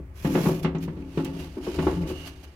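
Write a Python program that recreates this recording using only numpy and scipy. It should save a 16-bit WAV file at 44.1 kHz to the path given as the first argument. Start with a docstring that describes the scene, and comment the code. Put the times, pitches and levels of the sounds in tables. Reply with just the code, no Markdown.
"""A pulp egg carton is pushed about and tilted inside a thin plastic box on a wooden floor, close by.
Sliding friction makes the pulp hiss; stick-slip motion drives the modes of carton and box into a hollow
judder and two short low groans. Knocks ring the same modes and set the thin walls clattering. A dragged
edge rasps and the plastic ticks. Behind them lie the low boom of the handled box and the air of a quiet
small room, all heard through the two ports of a microphone."""
import sys
import numpy as np
from scipy import signal
from scipy.fft import rfft, irfft, next_fast_len
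from scipy.io import wavfile
from scipy.ndimage import map_coordinates

SR = 44100
rng = np.random.default_rng(int(sys.argv[2]) if len(sys.argv) > 2 else 0)


def unload_audio(sound):
    """Save the sound as a 16-bit wav file, at the path given as the first command line argument."""
    columns = np.transpose(np.atleast_2d(sound))
    # keep every value between -1 and 1, then stretch to whole-number steps
    steps = np.round(np.clip(columns, -1, 1) * 32767)
    wavfile.write(sys.argv[1], SR, steps.astype(np.int16))


N = 112454

# Sliding strength of the first push and the long drag. Each row: time in seconds, level in dB.
PUSH_LEVELS = [(.13, -82), (.165, -55), (.235, -49), (.26, -45), (.33, -41.5), (.47, -37.5), (.605, -50.5),
               (.625, -70)]
DRAG_LEVELS = [(.85, -65), (1.05, -65), (1.19, -50.5), (1.34, -57.5), (1.6, -56), (1.66, -46), (1.9, -46.5),
               (2.05, -55), (2.19, -48), (2.34, -56.5), (2.55, -63.5)]
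# Spectra of the rubbing pulp. Each row: frequency in Hz, relative level in dB.
PUSH_SPECTRUM = [(250, -40), (600, -1), (3000, 1.5), (3750, -7), (6200, -3.5), (8400, -11), (12500, -3.5),
                 (16000, -12)]
DRAG_SPECTRUM = [(250, -48), (600, -0.5), (1900, -6.5), (2870, -.5), (3500, -8), (5500, -9.5), (8500, -16),
                 (12000, -14.5), (16000, -24.5)]
# The carton slips free. Each row: centre in seconds, half length in seconds, level in dB.
SWISHES = [(.637, .008, -43.5), (.834, .022, -50.5), (1.408, 0.045, -52.5), (2.095, .022, -48.5),
           (2.276, .02, -49), (2.445, 0.01, -54)]
# Modes of carton and box. Each row: frequency in Hz, relative level in dB, 60 dB decay time in seconds.
BODY_MODES = [(81.3, -6.5, 0.31), (165.66, 3, 0.3), (182, -2, 0.2), (194, 4, 0.044), (271, -5.5, 0.51),
              (311.6, 6.5, 0.067), (362.9, -2.5, 0.23), (504.6, -8, 0.11), (637, -8.5, 0.037),
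              (861.2, -2.5, 0.14), (1115.6, -5, 0.16)]
# Strength of the stick-slip judder. Each row: time in seconds, level in dB.
JUDDER_LEVELS = [(0, -37.5), (.06, -58.5), (.22, -52), (.27, -28), (.5, -24.5), (.58, -33), (1.14, -41.5),
                 (1.27, -29.5), (1.42, -35), (1.54, -44), (1.93, -26), (2.06, -28.5), (2.22, -41),
                 (2.55, -55)]
# Impacts on the box. Each row: start in seconds, then relative thump, hollow, clack and crack in dB.
KNOCKS = [(.247, -16, -23, -29, -34), (.351, -15.5, -16.5, -24.5, -31), (0.374, -44, -12, -26.5, -44),
          (0.434, -20, -34, -34, -60), (0.456, -24, -16.5, -26.5, -36), (0.465, -13.5, -39.5, -34.5, -53),
          (0.488, -26, -20.5, -28.5, -60), (0.645, -16, -20.5, -25.5, -29), (0.748, -21, -25.5, -37, -39),
          (.879, -25.5, -29.5, -41, -46.5), (.968, -28, -31.5, -49.5, -53),
          (1.174, -17.5, -18.5, -32.5, -37), (1.195, -43, -20, -37, -55), (1.251, -31, -57, -43.5, -38),
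          (1.569, -36, -23, -42, -63), (1.665, -47, -34, -34.5, -49), (1.674, -31, -18.5, -59, -65),
          (1.751, -47, -24.5, -44, -63), (1.787, -21.5, -17.5, -30, -33), (1.822, -44, -30, -31, -82),
          (1.867, -33.5, -10.5, -22, -37.5), (2.101, -39, -19, -37, -67)]
# Corners of a knock's spectrum in Hz: thump, hollow, clack from, clack to, crack, roll-off.
KNOCK_CORNERS_HZ = [180, 370, 540, 1100, 2600, 7000]
# Low groans. Each row: peak time in seconds, level in dB.
GROANS = [(0.841, -33), (1.993, -23.5)]
# Rasps of a dragged edge. Each row: centre in seconds, half length in seconds, level in dB.
RASPS = [(1.405, 0.041, -60), (2.2, 0.11, -51)]
# Plastic ticks. Each row: start in seconds, level in dB, centre in Hz, width in octaves.
TICKS = [(.784, -53.5, 6300, 0.29), (1.023, -48.5, 2420, 0.19), (1.247, -36.5, 12000, 8),
         (2.035, -45, 2170, 0.34)]
# Strength of the box's boom. 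Each row: time in seconds, level in dB.
BOOM_LEVELS = [(0, -39), (1.6, -42.5), (1.92, -32), (2.55, -50)]
# Spectra of the boom and the room air. Each row: frequency in Hz, relative level in dB.
BOOM_SPECTRUM = [(25, -19), (60, -4), (78, 2), (100, -10.5), (500, -60.5)]
AIR_SPECTRUM = [(300, 5), (2400, -9.5), (4000, -34), (16000, -60)]
# Unequal sensitivity of the ports. Each row: frequency in Hz, left minus right in dB.
PORT_BALANCE = [(200, 1.73), (1300, 0), (2400, -9.5), (4400, -10), (9000, -1.5)]

FIBRES_PER_S, FIBRE_SCATTER_DB = 13000, 4.5
MODE_HZ = np.array(BODY_MODES)[:, 0]


def rubbing(strength, spectrum, drift=.04, flex_hz=4, flutter_db=1.7, flutter_hz=67):
    """Sliding friction: fibres catch and hiss through wall resonances that shift as the carton flexes."""
    fibres = shape(impulses(FIBRES_PER_S, FIBRE_SCATTER_DB), wall_resonances)
    flexed = np.cumsum(1 + drift * wander(flex_hz))  # an uneven reading speed moves the resonances
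    hiss = np.array([map_coordinates(port, [flexed], order=3, mode="mirror") for port in fibres])
    pressure = amp(flutter_db * wander(flutter_hz))
    return colour(hiss, spectrum) * strength * pressure


def wall_resonances(f, ripple_db=2.2, step_hz=110):
    """Modal overlap: close, irregular wall resonances put a ripple on the gain."""
    hz = np.arange(0, SR / 2, step_hz)
    return amp(ripple_db * np.interp(f, hz, rng.standard_normal(len(hz))))


def judder(knee_hz=340, db_per_octave=-7.5, deep_db=3, deep_db_per_s=-4):
    """Stick-slip: each slip rings the body softly; the lowest modes weaken as the carton is raised."""
    weight = amp(db_per_octave * np.maximum(np.log2(MODE_HZ / knee_hz), 0))
    deep = MODE_HZ < 300
    slips = impulses(per_s=420, scatter_db=2)
    responses = [(weight * part) @ body_modes() for part in (deep, ~deep)]
    low, high = (signal.fftconvolve(slips, ring[None], axes=1)[:, :N] for ring in responses)
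    weakening = amp(deep_db + deep_db_per_s * np.arange(N) / SR)
    return unit(low * weakening + high) * curve(JUDDER_LEVELS)


def body_modes():
    """Free vibration: each mode of carton and box is a damped sine."""
    t = np.arange(SR // 3) / SR
    return np.array([amp(db) * fade(t, t60) * np.sin(2 * np.pi * hz * t) for hz, db, t60 in BODY_MODES])


def knocks(contact_s=0.0018, ring_db=-4, clatter_db=-9.5, slap_db=-7, rolloff_db=-19.5):
    """Impact excitation: each knock rings the body modes and a dense, short clatter of the thin walls."""
    modes = body_modes()
    t = np.arange(modes.shape[1]) / SR
    contact = 1 - np.exp(-t / contact_s)
    ring, clatter, walls = np.zeros(N), 0, noise()
    hits = []
    for start, thump, hollow, clack, crack in KNOCKS:
        spectrum = list(zip(KNOCK_CORNERS_HZ, [thump, hollow, clack, clack, crack, crack + rolloff_db]))
        add(ring, start, -contact * (amp(db_at(spectrum, MODE_HZ)) @ modes))
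        hits.append((start, spectrum))
    for hz in 240 * 2 ** np.arange(0, 5.1, .5):  # half-octave bands
        t60 = 0.16 * (1000 / hz) ** 0.067  # higher bands die slightly sooner
        decay = contact * (fade(t, t60) + amp(slap_db) * fade(t, t60 / 4))
        power = np.zeros(N)  # overlapping clatters add in power
        for start, spectrum in hits:
            add(power, start, (amp(db_at(spectrum, hz)) * decay) ** 2)
        clatter = clatter + np.sqrt(power) * band(walls, hz, octaves=0.36)
    return amp(ring_db) * ring + amp(clatter_db) * clatter


def radiated(x, cutoff_hz=143):
    """Radiation efficiency: walls small against the wavelength give off little deep bass."""
    return signal.sosfilt(signal.butter(3, cutoff_hz, "high", fs=SR, output="sos"), x)


def groans(pitch_hz=172.2, sag_hz_per_s=52, wobble=0.019, rise_s=0.028, fall_s=0.068):
    """Mode locking: slips fall briefly in step with the main low resonance, giving a sagging tone."""
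    out = 0
    for peak, db in GROANS:
        t = np.arange(N) / SR - peak
        hz = (pitch_hz - sag_hz_per_s * t) * (1 + wobble * wander(hz=41))
        swell = np.exp(-(t / np.where(t < 0, rise_s, fall_s)) ** 2)
        out = out + amp(db) * swell * unit(np.sin(2 * np.pi * np.cumsum(hz) / SR))
    return out


def rasps():
    """Resonant filtering: a dragged edge chatters in a narrow, almost squeaky band."""
    return swells(RASPS) * band(impulses(FIBRES_PER_S, FIBRE_SCATTER_DB), hz=2860, octaves=0.13)


def ticks(t60=0.048):
    """Damped transients: the plastic gives short, bright bursts of noise."""
    out, source = np.zeros((2, N)), noise()
    t = np.arange(SR // 5) / SR
    for start, db, hz, octaves in TICKS:
        add(out, start, amp(db) * fade(t, t60) * band(source, hz, octaves)[:, :len(t)])
    return out


def box_boom():
    """Forced vibration: the handled box gives a low rumble that swells and fades."""
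    return curve(BOOM_LEVELS) * colour(noise(), BOOM_SPECTRUM)


def room(x, t60=0.31, gap_s=0.0074, tail_db=-9, top_hz=3400):
    """Reverberation: the diffuse reflections of a small room add a short, dull tail."""
    t = np.arange(N) / SR
    tail = (noise() * fade(t, t60) * (t > gap_s))[:, :SR // 2]
    tail = tail / np.sqrt(np.sum(tail ** 2) / 2)
    dull = shape(x, lambda f: 1 / np.hypot(1, f / top_hz))
    return x + amp(tail_db) * signal.fftconvolve(dull, tail, axes=1)[:, :N]


def room_air(level_db=-56.5):
    """Ambient noise: a faint, steady, dull hush."""
    return amp(level_db) * colour(noise(), AIR_SPECTRUM)


def ports(pair, shared_below_hz=945, lag_s=0.00045, share=0.17):
    """Coherence: two unrelated signals become left and right, alike in the bass, apart in the treble."""
    angle = lambda f: np.pi / 4 / np.sqrt(1 + (shared_below_hz / f) ** 3.4)
    lagged = shape(pair[0], lambda f: 1j * np.sqrt(2) * np.sin(2 * np.pi * f * lag_s))
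    difference = share * lagged + np.sqrt(1 - share ** 2) * pair[1]  # a share arrives out of step
    mid = shape(pair[0], lambda f: np.cos(angle(f)))
    side = shape(difference, lambda f: np.sin(angle(f)))
    return np.array([mid + side, mid - side])


def impulses(per_s, scatter_db):
    """Shot noise: tiny random impulses of uneven size, as the two ports hear them."""
    occurs = rng.random((2, N)) < per_s / SR
    size = amp(scatter_db * rng.standard_normal((2, N)))
    sign = np.sign(rng.standard_normal((2, N)))
    return ports(occurs * size * sign)


def noise():
    """White noise as the two ports hear it."""
    return ports(rng.standard_normal((2, N)))


def wander(hz):
    """Low-pass noise: a smooth random drift at rms 1."""
    return unit(shape(rng.standard_normal(N), lambda f: np.exp(-(f / hz) ** 2)))


def amp(db):
    """Decibels to amplitude ratio."""
    return 10 ** (np.asarray(db) / 20)


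def unit(x):
    """Normalisation to rms 1."""
    return x / np.sqrt(np.mean(x ** 2))


def fade(t, t60):
    """Exponential decay by 60 dB in t60 seconds."""
    return np.exp(-np.log(1000) * t / t60)


def curve(points):
    """Amplitude envelope through (s, dB) points, silent outside them."""
    s, db = np.array(points).T
    return amp(np.interp(np.arange(N) / SR, s, db, left=-120, right=-120))


def swells(rows):
    """Amplitude envelope of Gaussian swells."""
    t = np.arange(N) / SR
    return sum(amp(db) * np.exp(-((t - centre) / half) ** 2) for centre, half, db in rows)


def db_at(points, hz):
    """Interpolation of (Hz, dB) points on a log-frequency axis."""
    f, db = np.array(points).T
    return np.interp(np.log(hz), np.log(f), db)


def shape(x, gain):
    """Linear filtering by a gain that is a function of frequency."""
    size = next_fast_len(N + 8192, True)
    hz = np.maximum(np.fft.rfftfreq(size, 1 / SR), 1)
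    return irfft(rfft(x, size) * gain(hz), size)[..., :N]


def colour(x, points):
    """Spectral shaping by (Hz, dB) points, at rms 1."""
    return unit(shape(x, lambda f: amp(db_at(points, f))))


def band(x, hz, octaves):
    """Gaussian band-pass filtering, at rms 1."""
    return unit(shape(x, lambda f: np.exp(-2 * (np.log2(f / hz) / octaves) ** 2)))


def add(out, start_s, sound):
    """Superposition of a sound from a given time."""
    i = max(int(start_s * SR), 0)
    out[..., i:i + sound.shape[-1]] += sound[..., :N - i]


def scene():
    """Superposition: sliding, juddering and knocking in the room, over the low boom and still air."""
    swishes = swells(SWISHES)
    push = rubbing(curve(PUSH_LEVELS) + swishes, PUSH_SPECTRUM)
    drag = rubbing(curve(DRAG_LEVELS) + swishes, DRAG_SPECTRUM)
    handling = push + drag + radiated(judder() + knocks()) + ticks() + groans() + rasps()
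    return room(handling) + box_boom() + room_air()


def record(dry, top_hz=15900):
    """Frequency response: the right port is brighter in the presence range, and the top is cut."""
    split = np.array([[.5], [-.5]])
    heard = shape(dry, lambda f: amp(split * db_at(PORT_BALANCE, f)))
    return signal.sosfilt(signal.ellip(10, .2, 70, top_hz, fs=SR, output="sos"), heard)


dry = scene()
out = record(dry)
unload_audio(out)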